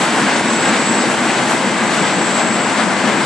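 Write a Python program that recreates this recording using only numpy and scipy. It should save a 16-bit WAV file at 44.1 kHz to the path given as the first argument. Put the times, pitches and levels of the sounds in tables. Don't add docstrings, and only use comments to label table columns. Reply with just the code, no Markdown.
import sys
import numpy as np
from scipy import signal
from scipy.fft import rfft, irfft
from scipy.io import wavfile
from scipy.ndimage import uniform_filter1d

SR = 44100
rng = np.random.default_rng(int(sys.argv[2]) if len(sys.argv) > 2 else 0)


def unload_audio(sound):
    columns = np.transpose(np.atleast_2d(sound))
    steps = np.round(np.clip(columns, -1, 1) * 32767)
    wavfile.write(sys.argv[1], SR, steps.astype(np.int16))


def makeup_ratio(level_db):
    decades = np.asarray(level_db, float) / 20
    return 10 ** decades


N = 143325

# (frequency [Hz], spectrum level [dB])
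ROAR_SPECTRUM = [(45, -59), (100, -30), (200, -2.5), (900, -1.5), (2200, -7), (5500, -18), (8500, -19),
                 (11500, -34.5)]
# (time [s], level at 1 kHz [dB], level at 4 kHz [dB], level at
# 9 kHz [dB])
WHEEL_SURGES = [(.03, 2.5, 1.5, 3.5), (.19, 4, .5, 2), (.30, 3, 2, -0.5), (.39, 2, -0.5, 3),
                (.69, 3, 2, 0.5), (.76, 1.5, 2, 1), (.93, 1, -1.5, 3), (1.12, 2.5, -0.5, 3),
                (1.31, 1.5, 1, 2.5), (1.39, 2, 1.5, 2), (1.52, 3.5, 1, 4.5), (1.96, 3.5, 1.5, 4),
                (2.08, 3, 3, 0), (2.30, 2, 1, 2.5), (2.39, 4, 3, 5), (2.6, 2.5, 1.5, -4), (2.71, 3, 1.5, 3),
                (2.81, 3.5, 4, 3), (3.1, 3.5, 2.5, 3), (3.23, 1, 2.5, 1)]
# (time [s], treble [dB], hiss [dB])
DISTANCE_AND_HISS = [(0, 1, 2.5), (.22, 1, 2), (.32, 1, -3), (.55, 1, 0), (1.03, .7, -2.5), (1.15, 0, 2.5),
                     (1.35, 0, -1.5), (1.55, 0, 3), (1.72, -1, -1), (1.95, 0, 1.5), (2.07, 0, -3),
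                     (2.55, -1.5, -1), (3.1, -1, -2), (3.25, -1, 0)]
# (frequency [Hz], correlation [0 to 1])
CHANNEL_LIKENESS = [(60, 0.66), (170, 0.97), (480, 0.95), (1340, 0.87), (3770, 0.77), (10600, 0.34)]
# (frequency [Hz], left minus right [dB])
CHANNEL_BALANCE = [(60, 7), (170, 3.5), (480, 2), (1340, 2.5), (3770, 3.5), (10600, -1.5)]
# (frequency [Hz], phase lead [rad])
LEFT_LEAD = [(200, 0), (2000, 0.1), (7000, 0.57), (8800, 2), (10000, 2.5)]
# (frequency [Hz], width [Hz], level [dB])
WAGON_BODIES = [(144.3, 55, -32.5), (208.4, 76, -26.5), (234.7, 71, -24), (327.3, 47, -30)]
# (frequency [Hz], width [Hz], level [dB])
WHEEL_DISCS = [(7690, 210, -33.5), (7670, 480, -37), (8930, 120, -44.5), (4440, 63, -42.5),
               (1574, 185, -27), (2070, 124, -31.5), (873, 210, -29.5)]
# (first wheel [Hz], second wheel [Hz])
SQUEAL_PITCHES = (7688.5, 7716)
# (time [s], first wheel [dB], second wheel [dB])
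SQUEAL_LEVELS = [(.03, -35, -38), (.2, -44, -38), (.43, -46, -44), (.52, -31, -29), (.64, -28, -38),
                 (.76, -39, -35), (.92, -32, -26), (1.04, -35, -32), (1.12, -39, -48), (1.45, -34, -54),
                 (1.62, -42, -48), (1.97, -39, -39), (2.1, -31, -50), (2.35, -28, -46), (2.66, -32, -46),
                 (2.78, -48, -48), (3.05, -44, -53), (3.22, -46, -47)]
# (time [s], pitch above rest [Hz])
SECOND_WHEEL_PITCH = [
    (0, 10),
    (.25, 18),
    (.48, 10),
    (.6, 2),
    (.8, 0),
    (1.8, 0),
    (2.0, 10),
    (3.25, 5),
]
# (time [s], pitch [Hz], level [dB], length [s])
STEEL_CLANKS = [
    (.29, 900, -24, .06),
    (.70, 1000, -30, .08),
    (1.51, 850, -27, .05),
    (1.96, 1500, -29, .05),
    (2.385, 790, -19.5, .08),
    (2.80, 600, -22, .09),
    (2.82, 950, -25, .08),
    (2.0, 285, -21, .1),
    (1.66, 285, -23, .09),
]
# (time [s], peak level [dB])
JOINT_KNOCKS = [
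    (.4113, -1.5),
    (1.042, -9),
    (2.387, -8),
]


def evened(x):
    return x / np.sqrt(np.mean(x ** 2) + 1e-20)


def read(points, hz):
    f, value = np.transpose(points)
    return np.interp(np.log(hz + 1), np.log(f + 1), value)


def drift(rate_hz, count):
    hz = np.fft.rfftfreq(count, 1 / SR)
    return evened(irfft(rfft(rng.standard_normal(count)) / (1 + (hz / rate_hz) ** 4), count))


def smoothed(grid, hz_bins, frames):
    return evened(uniform_filter1d(uniform_filter1d(grid, size=hz_bins, axis=0), size=frames, axis=1))


def at_microphones(gain, size):
    pan_db_per_s = 0.66
    hz = np.fft.rfftfreq(size, 1 / SR)[:, None]
    t = np.arange(gain.shape[1]) * size / 4 / SR
    a, b, c, d = rng.standard_normal(gain.shape[::-1] + (4,)).T
    same = np.clip(read(CHANNEL_LIKENESS, hz), 0, 1)
    balance_db = read(CHANNEL_BALANCE, hz) + pan_db_per_s * (t - N / SR / 2)
    half = makeup_ratio(balance_db / 2) * np.exp(.5j * read(LEFT_LEAD, hz))
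    left = a + 1j * b
    right = same * left + np.sqrt(1 - same ** 2) * (c + 1j * d)
    z = gain * np.array([left * half, right / half])
    sound = signal.istft(z, nperseg=size, noverlap=3 * size // 4)[1]
    return evened(sound[:, size // 2:N + size // 2])


def roar():
    size, hop, level_db, surge_s = 512, 128, -16.5, 0.024
    hz = np.fft.rfftfreq(size, 1 / SR)[:, None]
    t = np.arange(N // hop + 5) * hop / SR
    patches = smoothed(rng.standard_normal((len(t), len(hz))).T, 8, 24)
    flicker = drift(38, N + 8 * hop)[::hop][:len(t)] * np.clip(hz / 5000, 0, 1)
    surge = 0
    for s, low, mid, top in WHEEL_SURGES:
        color = read([(250, 0), (500, 0.74 * low), (1000, low), (4000, mid), (9000, top)], hz)
        surge = surge + color * np.exp(-.5 * ((t - s) / surge_s) ** 2)
    at, treble, hiss = np.transpose(DISTANCE_AND_HISS)
    dull = np.interp(t, at, treble) * read([(1500, 0.59), (4000, 1.27), (9000, 1.2)], hz)
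    dull = dull + np.interp(t, at, hiss) * read([(8000, 0), (11000, 1.2)], hz)
    gain_db = read(ROAR_SPECTRUM, hz) + surge + dull + 0.52 * patches + 0.52 * flicker
    return makeup_ratio(level_db) * at_microphones(makeup_ratio(gain_db), size)


def ringing(modes, hz, order):
    return np.sqrt(sum(makeup_ratio(db) ** 2 / w / (1 + (2 * (hz - f) / w) ** 2) ** order for f, w, db in modes))


def total_db(modes):
    return 10 * np.log10(sum(makeup_ratio(db) ** 2 for _, _, db in modes))


def wagons():
    size, out = 4096, 0
    hz = np.fft.rfftfreq(size, 1 / SR)[:, None]
    frames = N // 1024 + 5
    for modes, order, patchy_db in ((WAGON_BODIES, 2, .8), (WHEEL_DISCS, 1, 1.6)):
        patches = smoothed(rng.standard_normal((frames, len(hz))).T, 40, 3)
        shape = ringing(modes, hz, order) * hz ** 2 / (hz ** 2 + 150 ** 2)
        out = out + makeup_ratio(total_db(modes)) * at_microphones(shape * makeup_ratio(patchy_db * patches), size)
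    return out


def squeal():
    wander_hz, flutter_db, level_db = 2.2, 1.6, 1.5
    pan_db, lead_rad = -1, -.8
    t, out = np.arange(N) / SR, np.zeros((2, N))
    at, *wheels = np.transpose(SQUEAL_LEVELS)
    side = np.array([[.5], [-.5]])
    for k, rest_hz in enumerate(SQUEAL_PITCHES):
        sharp_hz = k * np.interp(t, *np.transpose(SECOND_WHEEL_PITCH))
        pitch_hz = rest_hz + sharp_hz + wander_hz * drift(7.4, N)
        turn = 2 * np.pi * np.cumsum(pitch_hz) / SR
        tone_db = level_db + np.interp(t, at, wheels[k]) + flutter_db * drift(20, N)
        out += np.sqrt(2) * makeup_ratio(tone_db + side * pan_db) * np.sin(turn + side * lead_rad)
    return out


def clanks():
    width_hz, rise_s, spread = 150, .025, .35
    out, t = np.zeros((2, N)), np.arange(8000) / SR
    shakes = rng.standard_normal((len(STEEL_CLANKS), 3, len(t)))
    for (s, hz, db, length), shake in zip(STEEL_CLANKS, shakes):
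        plate = signal.butter(1, [hz - width_hz, hz + width_hz], "bandpass", fs=SR, output="sos")
        ring = evened(signal.sosfilt(np.vstack([plate, plate]), shake[0] + spread * shake[1:]))
        swell = np.minimum(t / rise_s, 1) * np.exp(-(t / length) ** 2)
        out[:, round((s - rise_s) * SR):][:, :len(t)] += makeup_ratio(db) * ring * swell
    return out * makeup_ratio(np.array([[1.5], [-1.5]]))


def knocks():
    push_s, push_hz, rebound = .0005, 650, 1.5
    t, out = np.arange(-200, 800) / SR, np.zeros(N)
    fade = np.where(t < 0, np.exp(t / push_s), np.exp(-t / (rebound * push_s)))
    push = -np.cos(2 * np.pi * push_hz * t) * fade
    swell = np.hanning(len(t))
    push = push - np.mean(push * swell) / np.mean(swell ** 2) * swell
    for s, db in JOINT_KNOCKS:
        out[round(s * SR) - 200:][:len(t)] += makeup_ratio(db) * push
    return out * makeup_ratio(np.array([[1.5], [-1.5]]))


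def scene():
    return roar() + wagons() + squeal() + clanks() + knocks()


def limited(x):
    threshold_db, recover_s = -5, 0.028
    t, duck_db = np.arange(N) / SR, 0
    for s, db in JOINT_KNOCKS:
        over_db = max(db - threshold_db, 0)
        duck_db = duck_db + over_db * (t > s + .001) * np.exp(-abs(t - s) / recover_s)
    return x / makeup_ratio(uniform_filter1d(duck_db, size=88))


def thinned_treble(x):
    start_hz, edge_hz, band_db, line_db = 9300, 10600, -.5, 1
    hz, _, z = signal.stft(x, SR, "cosine", nperseg=2048, noverlap=1024)
    power = (abs(z) ** 2).mean(0)
    bands = uniform_filter1d(power, size=3, axis=1)[:1024].reshape(64, 16, -1)
    bands = bands.mean(1).repeat(16, 0)
    bands = np.vstack([bands, bands[-1:]])
    edge = np.median(bands[np.searchsorted(hz, edge_hz)])
    strong_bands = bands > makeup_ratio(band_db) ** 2 * edge
    strong_lines = uniform_filter1d(power, size=3, axis=0) > makeup_ratio(line_db) ** 2 * edge
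    keep = strong_bands & strong_lines | (hz < start_hz)[:, None]
    return signal.istft(z * keep, SR, "cosine", nperseg=2048, noverlap=1024)[1][:, :N]


def band_limit(x):
    return signal.sosfilt(signal.butter(12, 11400, fs=SR, output="sos"), x)


def record(dry):
    low_cut = signal.butter(3, 102.5, "highpass", fs=SR, output="sos")
    held = signal.sosfilt(low_cut, limited(dry))
    mix = thinned_treble(np.clip(held, -.93, .93))
    return band_limit(mix)


dry = scene()
out = record(dry)
unload_audio(out)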